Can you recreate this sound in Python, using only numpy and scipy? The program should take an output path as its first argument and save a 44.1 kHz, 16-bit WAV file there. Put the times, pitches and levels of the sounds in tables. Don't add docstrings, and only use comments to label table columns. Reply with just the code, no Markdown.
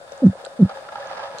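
import sys
import numpy as np
from scipy import signal
from scipy.fft import rfft, irfft
from scipy.io import wavfile

SR = 44100
rng = np.random.default_rng(int(sys.argv[2]) if len(sys.argv) > 2 else 0)


def wrap_up_sound(samples):
    columns = np.atleast_2d(samples).T
    tamed = np.clip(columns, -1, 1)
    steps = np.round(tamed * 32767).astype(np.int16)
    wavfile.write(sys.argv[1], SR, steps)


N = 61739
TIME = np.arange(N) / SR

# freq_hz, relative_db
RUMBLE_SPECTRUM = [(20, -14), (50, -17), (90, -1), (150, 0), (200, 0), (280, -4.5), (420, -6.5), (800, -1),
                   (3000, -57)]
# freq_hz, relative_db
HISS_SPECTRUM = [(300, 8.5), (1500, 12), (2300, -5.5), (4700, 0), (6000, -3.5), (9400, 1.5), (10300, -11.5),
                 (11300, -45.5), (15500, -19)]
# time_s, force_db
BRUSH_FORCE = [(0, -60), (.15, -41), (.25, -44), (.31, -47), (.42, -42.5), (.55, -48.5), (.66, -41.5),
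               (.72, -38.5), (.83, -43), (.91, -42.5), (.97, -35), (1.06, -35), (1.13, -32.5),
               (1.21, -32.5), (1.27, -33), (1.33, -37.5), (1.4, -40.5)]
# pitch_hz, width_hz, brushed_db, bumped_db, stereo_likeness
HOUSING_MODES = [(553.3, 36.6, -8, -4, 0.78), (656, 47, -12.5, -10.5, 1), (803, 58, -5, -36.5, 0.86),
                 (972, 100, -12.5, -38.5, .55), (1277, 110, -8, -41.5, 0.076), (1500, 150, -21, -12, -0.94),
                 (1666, 91, -12.5, -33, 0.71), (2750, 1800, -14.5, -20, -1.3),
                 (3626, 130, -35.5, -21.5, 0.12), (4700, 630, -21.5, -22, -0.52)]
# start_s, level_db, pitch_hz
LEAF_FLICKS = [(.136, -48, 724), (0.457, -35.5, 1483), (0.693, -28, 780), (.698, -32.5, 1370),
               (.711, -31.5, 810), (.771, -28.5, 788), (.886, -29, 1360), (0.921, -27.5, 855),
               (.955, -26.5, 1345), (.984, -40, 798), (1.028, -32, 1723), (1.108, -28, 783),
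               (1.169, -27.5, 820), (1.194, -25, 868), (1.249, -34, 930)]
# start_s, strength_db
SOFT_BUMPS = [(.013, -33.5), (0.044, -38), (.119, -29.5), (.203, -30), (.329, -28.5), (0.353, -27.5),
              (0.413, -61), (.439, -27), (.468, -24), (.757, -32), (.868, -37), (.957, -30.5), (1.005, -45),
              (1.215, -39), (1.348, -27)]
# start_s, level_db, pitch_hz, wall_ring_db
SHARP_CLICKS = [(0.1209, -29.5, 5900, -7), (0.177, -38, 6770, -15), (0.267, -35.5, 6000, 3),
                (0.4492, -27, 6000, 7), (0.4506, -25.5, 7540, -3), (0.4542, -31, 7900, -7),
                (0.463, -31, 4470, -14), (0.695, -35, 4640, -5.5), (1.071, -35.5, 6340, -29),
                (1.385, -24.5, 6350, 7.5), (1.391, -28.5, 7600, 4.5)]
# time_s, pulse_rate_hz, drive_db, overtone_db
GRUNT_CURVES = [
    [(.220, 305.5, -27, -10), (.233, 270.6, -20.5, 6.5), (.251, 204.4, -14.5, -10.5),
     (.266, 172.7, -15.5, 4), (.281, 100.8, -24, 4), (.298, 104, -17, -5.5), (.314, 90, -55, 1)],
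    [(.590, 244, -29, 4), (.598, 239, -25, 5), (.613, 202.6, -18.5, 0), (.627, 175.6, -12.5, -1),
     (.642, 116, -26, 8.5), (.654, 102, -15, -10), (.661, 99, -24, 4)],
]
PULSE_HARMONICS = [1, -11, -25.5, -50.5]
# pitch_hz, width_hz, gain_db
GRUNT_RESONANCES = [(189, 19.3, 13.5), (245, 20.4, 11), (330, 30, -2.5), (548, 130, 7)]


def from_db(db):
    return 10 ** (np.asarray(db) / 20)


def unit_rms(x):
    return x / np.sqrt(np.mean(x ** 2) + 1e-20)


def cut(x, hz, kind, order=2):
    return signal.sosfilt(signal.butter(order, hz, kind, fs=SR, output="sos"), x + 1e-18)


def resonate(x, hz, width_hz):
    radius = np.exp(-np.pi * width_hz / SR)
    feedback = [1, -2 * radius * np.cos(2 * np.pi * hz / SR), radius ** 2]
    return signal.lfilter(np.array([1, 0, -1]) * (1 - radius ** 2) / 2, feedback, x + 1e-18)


def drift(hz):
    return unit_rms(cut(rng.standard_normal(2 * N), hz, "low")[N:])


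def stereo(pair, likeness):
    likeness = np.clip(likeness, -1, 1)
    mid = np.sqrt(1 + likeness) * pair[0]
    side = np.sqrt(1 - likeness) * pair[1]
    return np.array([mid + side, mid - side]) / np.sqrt(2)


def pan(left_db):
    return from_db(np.array([[1], [-1]]) * left_db / 2)


def noise(spectrum):
    hz, db = np.transpose(spectrum)
    bins_hz = np.maximum(np.fft.rfftfreq(N, 1 / SR), 1)
    colour = from_db(np.interp(np.log(bins_hz), np.log(hz), db))
    return unit_rms(irfft(rfft(rng.standard_normal((2, N))) * colour, N))


def swell(start_s, attack_s, decay_s):
    age = TIME - start_s
    return np.clip(age / attack_s, 0, 1) * np.exp(-np.maximum(age - attack_s, 0) / decay_s)


def rumble(level_db=-56, follow=.3):
    brush_db = np.interp(TIME, *np.transpose(BRUSH_FORCE))
    bed = from_db(level_db + follow * (brush_db - brush_db.mean()))
    thud = from_db(-43) * swell(start_s=1.346, attack_s=.0016, decay_s=.0086)
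    return (bed + thud) * stereo(noise(RUMBLE_SPECTRUM), likeness=.75)


def hiss(level_db=-51.5):
    return from_db(level_db) * noise(HISS_SPECTRUM)


def leaves(slips_per_s=4000, slip_spread_db=2.5, flutter_db=1.5, rub_db=-2.5):
    force = from_db(np.interp(TIME, *np.transpose(BRUSH_FORCE)) + flutter_db * drift(hz=35))
    out = 0
    for start_s, level_db, pitch_hz in LEAF_FLICKS:
        flick = from_db(level_db) * swell(start_s, attack_s=.0016, decay_s=.0075)
        force = np.hypot(force, from_db(rub_db) * flick)
        phase = 2 * np.pi * pitch_hz * (TIME - start_s)
        out += flick * stereo([np.sin(phase), np.cos(phase)], likeness=.66)
    slipping = rng.random(N) < slips_per_s / SR
    slip_db = slip_spread_db * np.minimum(rng.exponential(1, N), 4)
    slips = unit_rms(slipping * from_db(slip_db))
    for pitch_hz, width_hz, brushed_db, _, likeness in HOUSING_MODES:
        push = stereo(rng.standard_normal((2, N)), likeness) * slips * force
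        makeup = np.sqrt(SR / (np.pi * width_hz))
        out += from_db(brushed_db) * makeup * resonate(push, pitch_hz, width_hz)
    out = cut(out, 362, "high")
    return cut(out, 6060, "low", order=4) * pan(left_db=-1.5)


def bumps_and_wash(contact_hz=533, wash_db=-41.5, flutter_db=2.5):
    knocks = np.zeros(N)
    for start_s, strength_db in SOFT_BUMPS:
        knocks[int(start_s * SR)] = from_db(strength_db)
    knocks = cut(knocks, contact_hz, "low")
    wash = from_db(wash_db + flutter_db * drift(hz=18))
    out = 0
    for pitch_hz, width_hz, _, bumped_db, likeness in HOUSING_MODES:
        ring_samples = SR / (np.pi * width_hz)
        water = stereo(rng.standard_normal((2, N)), likeness) * wash
        push = water * np.sqrt(ring_samples) + knocks * ring_samples
        out += from_db(bumped_db) * resonate(push, pitch_hz, width_hz)
    return cut(out, 387, "high", order=4) * pan(left_db=4.5)


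def clicks(decay_s=.00099, raw_crack_db=-48.5):
    out = 0
    for start_s, level_db, pitch_hz, wall_ring_db in SHARP_CLICKS:
        envelope = (TIME >= start_s) * np.exp(-np.abs(TIME - start_s) / decay_s)
        crack = rng.standard_normal((2, N)) * envelope
        ping = resonate(crack, pitch_hz, width_hz=520)
        wall = from_db(wall_ring_db) * resonate(crack, hz=4090, width_hz=800)
        snap = cut(ping + wall, 8530, "low", order=8) + from_db(raw_crack_db) * crack
        out += from_db(level_db) * snap / np.abs(snap).max()
    return out * pan(left_db=-5)


def grunt(curve, fade_s=.0012, damping_s=.017):
    time_s, pulse_rate_hz, drive_db, overtone_db = np.transpose(curve)
    start_s, end_s = time_s[0], time_s[-1]
    gate = np.clip(np.minimum(TIME - start_s, end_s - TIME) / fade_s, 0, 1)
    phase = 2 * np.pi * np.cumsum(np.interp(TIME, time_s, pulse_rate_hz) * (TIME >= start_s)) / SR
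    fundamental, *overtones = [-from_db(db) * np.sin(k * phase) for k, db in enumerate(PULSE_HARMONICS, 1)]
    pulses = fundamental + from_db(np.interp(TIME, time_s, overtone_db)) * sum(overtones)
    drive = pulses * gate * from_db(np.interp(TIME, time_s, drive_db))
    ring = sum(from_db(db) * resonate(drive, hz, width_hz) for hz, width_hz, db in GRUNT_RESONANCES)
    choke = np.exp(-np.maximum(TIME - end_s, 0) / damping_s)
    body = cut((drive + ring) * choke, 900, "low", order=4)
    return cut(body, 95, "high") * pan(left_db=-1)


def scene():
    grunts = sum(grunt(curve) for curve in GRUNT_CURVES)
    return grunts + leaves() + bumps_and_wash() + clicks() + rumble() + hiss()


def record(dry, cutoff_hz=15800):
    return signal.sosfilt(signal.ellip(10, .1, 80, cutoff_hz, fs=SR, output="sos"), dry)


dry = scene()
out = record(dry)
wrap_up_sound(out)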